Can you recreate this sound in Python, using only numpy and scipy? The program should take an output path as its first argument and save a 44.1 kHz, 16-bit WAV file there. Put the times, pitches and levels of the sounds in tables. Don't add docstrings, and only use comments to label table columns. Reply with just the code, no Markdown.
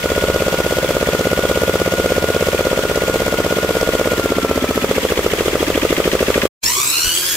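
import sys
import numpy as np
from scipy import signal
from scipy.fft import rfft, irfft
from scipy.io import wavfile
from scipy.ndimage import uniform_filter1d

SR = 44100
rng = np.random.default_rng(int(sys.argv[2]) if len(sys.argv) > 2 else 0)


def to_wav(s):
    ch = np.atleast_2d(s).T
    pcm = np.round(np.clip(ch, -1, 1) * 32767)
    wavfile.write(sys.argv[1], SR, pcm.astype(np.int16))


N = 324576
T = np.arange(N) / SR
CUT_S, STOP_S, RESTART_S = 5.42, 6.468, 6.635
FREE_SPEED, LABOURED_SPEED = 16.42, 13.25
TEETH_PER_TURN, PINION_TEETH = 87.2, 9

# time in seconds, turns a second.
BLADE_SPEED = [(0, 16.493), (1.729, 16.483), (2.825, 16.345), (4.083, 16.424), (4.964, 14.432),
               (5.412, 13.723), (5.892, 13.307), (6.47, 13.253)]

# frequency in Hz, relative level in dB.
WASH_COLOUR = [(20, 0), (70, 1), (130, -10), (175, -3), (220, -7.5), (290, -3.5), (550, -0.5), (780, -13),
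               (1000, -11), (1250, -10), (2000, -21.5), (5000, -63)]
DRAUGHT_COLOUR = [(20, 4.5), (60, 2), (150, -16), (300, -13.5), (1000, -41)]
RATTLE_COLOUR = [(500, -5.5), (840, -9), (940, 2), (1050, -2), (1700, -5.5), (2050, 1), (3050, -3),
                 (3380, 1), (3700, -5), (5000, -6.5), (7600, -8), (9000, -11), (11400, -13), (13000, -9),
                 (15500, -15)]
RASP_COLOUR = [(800, -36), (1500, 12), (2000, 16), (3200, 9), (3900, -11.5), (7000, -26), (15000, -32)]
TICK_COLOUR = [(1200, -20), (2500, -12), (4200, 6.5), (5500, 7), (7500, -1), (9000, -15.5), (14000, -3)]
CHATTER_COLOUR = [(24, -30), (40, -2), (90, -5.5), (170, -10.5), (230, -15.5), (333, -3), (881, -12),
                  (998, -3.5), (1130, -8.5), (1490, -9.5), (1820, -12), (2400, -1), (3200, -9.5),
                  (3700, -6), (4200, -4), (4800, -7), (7400, -5.5), (7900, -7), (8400, -9), (13700, -10),
                  (15500, -18)]
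BRUSH_COLOUR = [(3000, -30), (6000, -2), (9000, -2), (11800, -9), (13500, 7), (15500, -6)]

# frequency in Hz, left minus right in dB.
RATTLE_PAN = [(1000, 4), (2600, 0), (3600, -5), (4500, 2), (5700, 1.5), (7500, 6.5), (8600, -0.5),
              (12500, -0.5), (14000, -2.5)]
# load from 0 to 1, base level in dB.
RATTLE_BY_LOAD = [(0, -27), (.3, -29), (.6, -27.5), (1, -26.5)]
CHIRPS_BY_LOAD = [(0, -36), (.3, -35), (.6, -32), (.9, -32.5), (1, -33)]
WHINE_BY_LOAD = [(0, -28.5), (.33, -31), (.52, -32), (.66, -54), (1, -38)]
# place in the turn, decay in turns, base level in dB.
TICKS = [(-.305, 0.019, -19), (.008, 0.011, -26)]
# peak time in seconds, tooth rate in Hz, glide in % a ms, level in dB.
SQUEALS = [(4.83, 950, 0, -25), (5.0355, 1050, 1, -23), (5.089, 970, -5, -18.5), (5.1025, 760, 0, -23),
           (5.176, 990, 3.5, -13), (5.304, 880, -11, -22), (5.396, 980, 1, -19), (5.668, 907, -3, -16),
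           (5.743, 949.3, -5.5, -16), (5.819, 940, -6, -15), (5.892, 1000, -2, -18),
           (5.967, 1000, -6, -12.5), (6.0426, 960, -7, -14), (6.1173, 980, -4.5, -13),
           (6.193, 965, -5.5, -14.5), (6.2686, 960, -3.5, -15), (6.343, 1020, -7, -10.5),
           (6.4187, 934, -8, -9)]
# multiple of the tooth rate, relative level in dB.
SQUEAL_HARMONICS = [(2, -6), (3, -4.5), (4, -12), (6, -14)]

# peak time in seconds, width in seconds, level in dB.
BUFFETS = [(6.66, 0.019, -20.5), (7.068, 0.0099, -19.5)]
# multiple of the tooth rate, trim in dB under strain, trim in dB running free.
TOOTH_HARMONICS = [(1, -1.5, 1.5), (2, -0.5, 0.5), (3, -4.5, 1.5), (4, -6, 0), (5, -4, 0), (6, 1.5, 4),
                   (7, 0, 6), (8, -1, -1), (9, 1.5, -4)]
# frequency in Hz, gain in dB.
HOUSING_EQ = [(850, -16), (1000, 7.5), (1250, -2.5), (1600, -7), (1900, 0), (2300, -1.5), (2600, 4),
              (3300, 1), (3700, -2), (4300, 4), (4800, -7), (5200, 4), (5600, 2), (6100, -1.5),
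              (7000, -0.5), (7900, 2), (8300, -8), (9000, -6), (14000, -14)]
# multiple of the shaft rate, level in dB at full speed.
SHAFT_HARMONICS = [(2, -37), (3, -40)]

# time in seconds, lead in ms, pitch in Hz, base level in dB.
LIGHT_THUMP = [(.8, 15.2, 535, -8.5), (2.5, 15.3, 562, -7.5), (4.13, 15.55, 557, -6),
               (4.24, 15.2, 280, -14), (4.68, 15.6, 356, -32), (4.95, 16, 402, -20), (5.2, 17, 430, -6.5),
               (5.45, 19, 530, -30), (5.78, 17.8, 526, -10.5), (6.15, 17.6, 504, -10.5)]
AIR_SUCK = [(.8, 18, 184, -14), (4.1, 17.9, 192, -14.5), (4.24, 16.4, 264, -17), (4.68, 17.6, 263, -8.5),
            (4.95, 18.6, 250, -14), (5.2, 20, 270, -26), (5.45, 21.8, 360, -13.5), (5.78, 23.5, 303, -11),
            (6.15, 21.3, 286, -17.5)]
STEM_KNOCK = [(4.7, 14, 450, -60), (4.95, 20.3, 450, -19), (5.2, 20.6, 413, -12), (5.45, 21, 442, -9.5),
              (5.78, 21.2, 413, -12), (6.15, 20.8, 400, -4.5)]
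# time in seconds, level in dB.
STEM_THUD = [(5.4, -46), (5.7, -18.5), (6.1, -9.5)]
# time after the heavy thump in ms, width in ms, level in dB.
AIR_PUSHES = [(-15.5, 2.9, -32), (-7, 2, -24), (-3.5, 0.99, -12), (9, 2, -20.5)]
# delay in ms, gain in dB.
REFLECTIONS = [(9.3, -34.5), (11.6, -18.5), (13.8, -39)]


def undb(db):
    return 10 ** (np.asarray(db) / 20)


def read(table, at):
    return np.interp(at, *np.transpose(table))


def on_bins(points):
    hz, db = np.transpose(points)
    return np.interp(np.log(np.arange(N // 2 + 1) * SR / N + 1), np.log(hz), db)


def noise(colour):
    x = irfft(rfft(rng.standard_normal((2, N))) * undb(on_bins(colour)), N)
    return x / x.std()


def opposed(amount):
    return amount * np.array([[1], [-1]])


def pan_bands(x, pan):
    return irfft(rfft(x) * undb(on_bins(pan) * opposed(.5)), N)


def blend(x, likeness):
    return (np.sqrt(1 + likeness) * x[0] + np.sqrt(1 - likeness) * opposed(x[1])) / np.sqrt(2)


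def walk(rate):
    step = max(int(SR / rate), 2)
    x = uniform_filter1d(np.repeat(rng.standard_normal(N // step + 1), step), step)[:N]
    return x / x.std()


def bell(offset, width):
    return np.exp(-.5 * (offset / width) ** 2)


def swell(turn, place, width):
    return bell((turn - place + .5) % 1 - .5, width)


def stroke(turn, place, rise, decay):
    since = (turn - place) % 1
    return (1 - np.exp(-since / rise)) * np.exp(-since / decay)


def repeat_each_turn(x, turn_hz, memory):
    turns = np.cumsum(turn_hz) / SR
    out = [sum(memory ** n * np.interp(turns - n, turns, side, left=0) for n in range(4)) for side in x]
    return np.array(out) / np.std(out)


def glide(age, hz, percent_per_ms):
    return 2 * np.pi * hz * (age + 10 * percent_per_ms * age ** 2 / 2)


def ring(age, hz, decay_ms, rise_ms):
    decays = np.maximum(age * 1000 + rise_ms, 0) / decay_ms
    return (decays / 2) ** 2 * np.exp(2 - decays) * np.cos(2 * np.pi * hz * age)


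def room(x, t60, wet_db):
    age = T[:SR // 4]
    echoes = rng.standard_normal((2, len(age))) * undb(-60 * age / t60) * (age > .003)
    echoes = blend(echoes / np.sqrt(np.sum(echoes[0] ** 2)), likeness=.89)
    echoes = signal.sosfilt(signal.butter(2, 300, "highpass", fs=SR, output="sos"), echoes)
    return x + undb(wet_db) * signal.fftconvolve(x, echoes, axes=1)[:, :N]


def reflected(x):
    body = signal.sosfilt(signal.butter(1, 150, "highpass", fs=SR, output="sos"), x)
    return x + sum(undb(db) * np.interp(T - ms / 1000, T, body) for ms, db in REFLECTIONS)


def at_ports(x, lag_ms=.06):
    return np.array([np.interp(T + side * lag_ms / 2000, T, x) for side in (-1, 1)])


def wash(turn, speed):
    eddies = repeat_each_turn(noise(WASH_COLOUR), speed, memory=.7)
    level = undb(-28.5) + undb(-27.5) * swell(turn, place=-.05, width=.27)
    return blend(eddies, likeness=.99) * level + undb(-38) * noise(DRAUGHT_COLOUR)


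def buffets():
    puffs = sum(undb(db) * bell(T - s, width) for s, width, db in BUFFETS)
    return blend(noise(DRAUGHT_COLOUR), likeness=.49) * puffs


def chirps(count=2200):
    out = np.zeros((2, N))
    age = T[:SR // 40] - T[SR // 80]
    for when, pitch, slide, length, size, *phases in rng.random((count, 7)):
        start = int(when * (N - len(age)))
        phase = glide(age, hz=1450 + 1900 * pitch, percent_per_ms=6 * (slide - .55))
        shape = bell(age, .0015 + .003 * length) * undb(12 * size)
        out[:, start:start + len(age)] += shape * np.sin(phase + 2 * np.pi * np.array(phases)[:, None])
    return out / out.std()


def gear_rattle(turn, speed, load):
    strokes_db = 3.46 * stroke(4 * turn, place=-.18, rise=.13, decay=.34)
    strain_db = 3.64 * swell(turn, place=-.3, width=.075) + 3 * swell(turn, place=.015, width=.078)
    clatter = noise(RATTLE_COLOUR) * undb(.98 * walk(900))
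    clatter = repeat_each_turn(clatter, speed * TEETH_PER_TURN / PINION_TEETH, memory=.25)
    clatter = pan_bands(blend(clatter, likeness=.025), RATTLE_PAN)
    return clatter * undb(read(RATTLE_BY_LOAD, load) + strokes_db + strain_db + .5 * walk(30))


def gear_rub(turn, load):
    rub = 2.42 * stroke(turn, place=-.515, rise=.02, decay=.16)
    rub += (.7 + .85 * load) * stroke(turn, place=-.29, rise=.014, decay=.23)
    rasp_db = -31 - 4 * load + 2 * np.maximum(T - CUT_S, 0) + 1.8 * walk(14)
    ringing = chirps() * undb(read(CHIRPS_BY_LOAD, load)) * (.6 + rub)
    return ringing + blend(noise(RASP_COLOUR), likeness=-.13) * rub * undb(rasp_db)


def ticks(turn, load):
    snaps = sum(undb(db) * stroke(turn, place, rise=.0021, decay=fall) for place, fall, db in TICKS)
    return blend(noise(TICK_COLOUR), likeness=.43) * snaps * undb(-6 * load + 2 * walk(18))


def whine(turn, speed, load):
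    tooth_hz = speed * TEETH_PER_TURN * (1 + .00568 * walk(90))
    phase = 2 * np.pi * np.cumsum(tooth_hz) / SR + opposed(.25)
    db = read(WHINE_BY_LOAD, load) + 1.5 * walk(50) - 3.5 * swell(turn, place=.24, width=.094)
    return np.sqrt(2) * undb(db) * (np.sin(phase) + undb(-16.5) * np.sin(2 * phase))


def squeal():
    out = np.zeros((2, N))
    for s, hz, percent_per_ms, db in SQUEALS:
        near = slice(int(s * SR) - SR // 100, int(s * SR) + SR // 80)
        age = T[near] - s
        shape = undb(db) * bell(age, np.where(age < 0, .0013, .0042))
        phase = glide(age, hz, percent_per_ms) + opposed(.3)
        for k, partial_db in SQUEAL_HARMONICS:
            out[:, near] += shape * undb(partial_db) * np.sin(k * phase + rng.uniform(0, 2 * np.pi))
    return room(out, t60=.05, wet_db=-8.5)


def brushes(shaft):
    return noise(BRUSH_COLOUR) * undb(-27.5 + 4 * np.cos(shaft) + 2.5 * walk(400))


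def shaft_hum(shaft, speed_share):
    hum = sum(undb(db + 5.6 * walk(30)) * np.sin(k * shaft) for k, db in SHAFT_HARMONICS)
    return hum * speed_share ** 2


def chatter(shaft, tooth_hz, ring_below_hz=5500):
    clatter = repeat_each_turn(noise(CHATTER_COLOUR), tooth_hz / PINION_TEETH, memory=.25)
    lows = signal.sosfiltfilt(signal.butter(2, ring_below_hz, fs=SR, output="sos"), clatter)
    ringing = lows.std() * repeat_each_turn(lows, tooth_hz, memory=.33)
    db = -20.8 + .83 * np.cos(shaft) + 1.1 * walk(300)
    return blend(clatter - lows + ringing, likeness=.42) * undb(db)


def tooth_tones(shaft, tooth_hz, strain):
    tones = np.zeros((2, N))
    on = T > RESTART_S - .04
    for k, strained_db, free_db in TOOTH_HARMONICS:
        db = (-27.6 + free_db + (strained_db - free_db) * strain + 2.4 * walk(20))[on]
        for sideband in (-2, -1, 0, 1, 2):
            multiple = k + sideband / PINION_TEETH
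            line_db = db - 1 - (5 + 8 / k ** 2) * abs(sideband)
            flutter_db = 3.5 * walk(70)[on]
            housing_db = read(HOUSING_EQ, multiple * tooth_hz[on])
            phase = multiple * PINION_TEETH * shaft[on] + rng.uniform(0, 2 * np.pi)
            spread = opposed(.64 * np.sqrt(k) * walk(25)[on])
            tones[:, on] += undb(line_db + flutter_db + housing_db) * np.sin(phase + spread)
    return tones * undb(3.5 * np.cos(shaft / 2))


def run_up(start_hz=810, full_hz=2020, spin_up_s=.72, strain_s=.25):
    age = np.maximum(T - RESTART_S, 0)
    tooth_hz = np.sqrt(full_hz ** 2 - (full_hz ** 2 - start_hz ** 2) * np.exp(-age / spin_up_s))
    wavering_hz = tooth_hz * (1 + .007 * walk(350) + .006 * walk(40))
    shaft = 2 * np.pi * np.cumsum(wavering_hz) / SR / PINION_TEETH
    tones = tooth_tones(shaft, tooth_hz, strain=np.exp(-age / strain_s))
    return tones + shaft_hum(shaft, tooth_hz / full_hz) + chatter(shaft, tooth_hz) + brushes(shaft)


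def hit(age, table, s, decay_ms, rise_ms):
    times, *columns = np.transpose(table)
    lead_ms, hz, db = (np.interp(s, times, column) for column in columns)
    return undb(db) * ring(age + lead_ms / 1000, hz, decay_ms, rise_ms)


def air_pushes(age, load, braking):
    stretched_ms = 1000 * age * (1 - .16 * load)
    air = sum(undb(db) * bell(stretched_ms - ms, width) for ms, width, db in AIR_PUSHES)
    backflow = uniform_filter1d(air, size=SR // 60)
    return undb(2.5 * braking) * (air - backflow)


def heavy_thump(age, load, detune):
    body = ring(age, hz=(466 - 4 * load) * (1 + detune), decay_ms=.81 + .059 * load, rise_ms=1.74)
    edge = undb(-14) * ring(age - .002, hz=1333, decay_ms=.72, rise_ms=2.3)
    cup = undb(-30.5 + 7 * load ** 2) * ring(age - .00928, hz=428, decay_ms=3, rise_ms=6.5)
    return undb(-2.5 + 1.7 * load) * (body + edge + cup)


def blade(turn, speed, load):
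    out = np.zeros(N)
    slowing = uniform_filter1d(np.maximum(-np.gradient(speed), 0), size=SR // 5)
    braking = slowing / slowing.max()
    passes = np.interp(np.arange(int(turn[int(STOP_S * SR)]) + 1), turn, T)
    for s in passes:
        jitter, light_vary, knock_vary, pitch_vary, heavy_vary = rng.standard_normal(5)
        now = int(s * SR)
        near = slice(max(int((s - .04) * SR), 0), int((s + .03) * SR))
        age = T[near] - s
        loose_age = age + .00003 * jitter
        light = undb(.84 * light_vary) * hit(loose_age, LIGHT_THUMP, s, decay_ms=1.15, rise_ms=2.61)
        suck = hit(loose_age, AIR_SUCK, s, decay_ms=1.85, rise_ms=4.87)
        knock = undb(.7 * knock_vary) * hit(loose_age, STEM_KNOCK, s, decay_ms=.93, rise_ms=2.2)
        thud = undb(read(STEM_THUD, s)) * ring(loose_age + .01994, hz=226, decay_ms=1.9, rise_ms=4.5)
        heavy = undb(.5 * heavy_vary) * heavy_thump(age, load[now], detune=.01 * pitch_vary)
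        out[near] += light - suck + knock - thud + heavy + air_pushes(age, load[now], braking[now])
    return room(at_ports(reflected(out)), t60=.12, wet_db=-32)


def scene():
    speed = read(BLADE_SPEED, T)
    turn = np.cumsum(speed) / SR - .967
    load = np.clip((FREE_SPEED - speed) / (FREE_SPEED - LABOURED_SPEED), 0, 1)
    cutter = blade(turn, speed, load) + wash(turn, speed)
    cutter += gear_rattle(turn, speed, load) + gear_rub(turn, load)
    cutter += whine(turn, speed, load) + ticks(turn, load) + squeal()
    fade_out = np.clip((STOP_S - T) / .025 + .5, 0, 1)
    fade_in = undb(np.minimum(T - RESTART_S, 0) * 2900)
    return fade_out * cutter + fade_in * (run_up() + buffets())


def record(dry, low_cut_hz=66, top_hz=15600):
    thin = signal.sosfilt(signal.butter(1, low_cut_hz, "highpass", fs=SR, output="sos"), dry)
    rounded = thin / (1 + thin ** 6) ** (1 / 6)
    return signal.sosfilt(signal.ellip(10, .2, 80, top_hz, fs=SR, output="sos"), rounded)


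dry = scene()
out = record(dry)
to_wav(out)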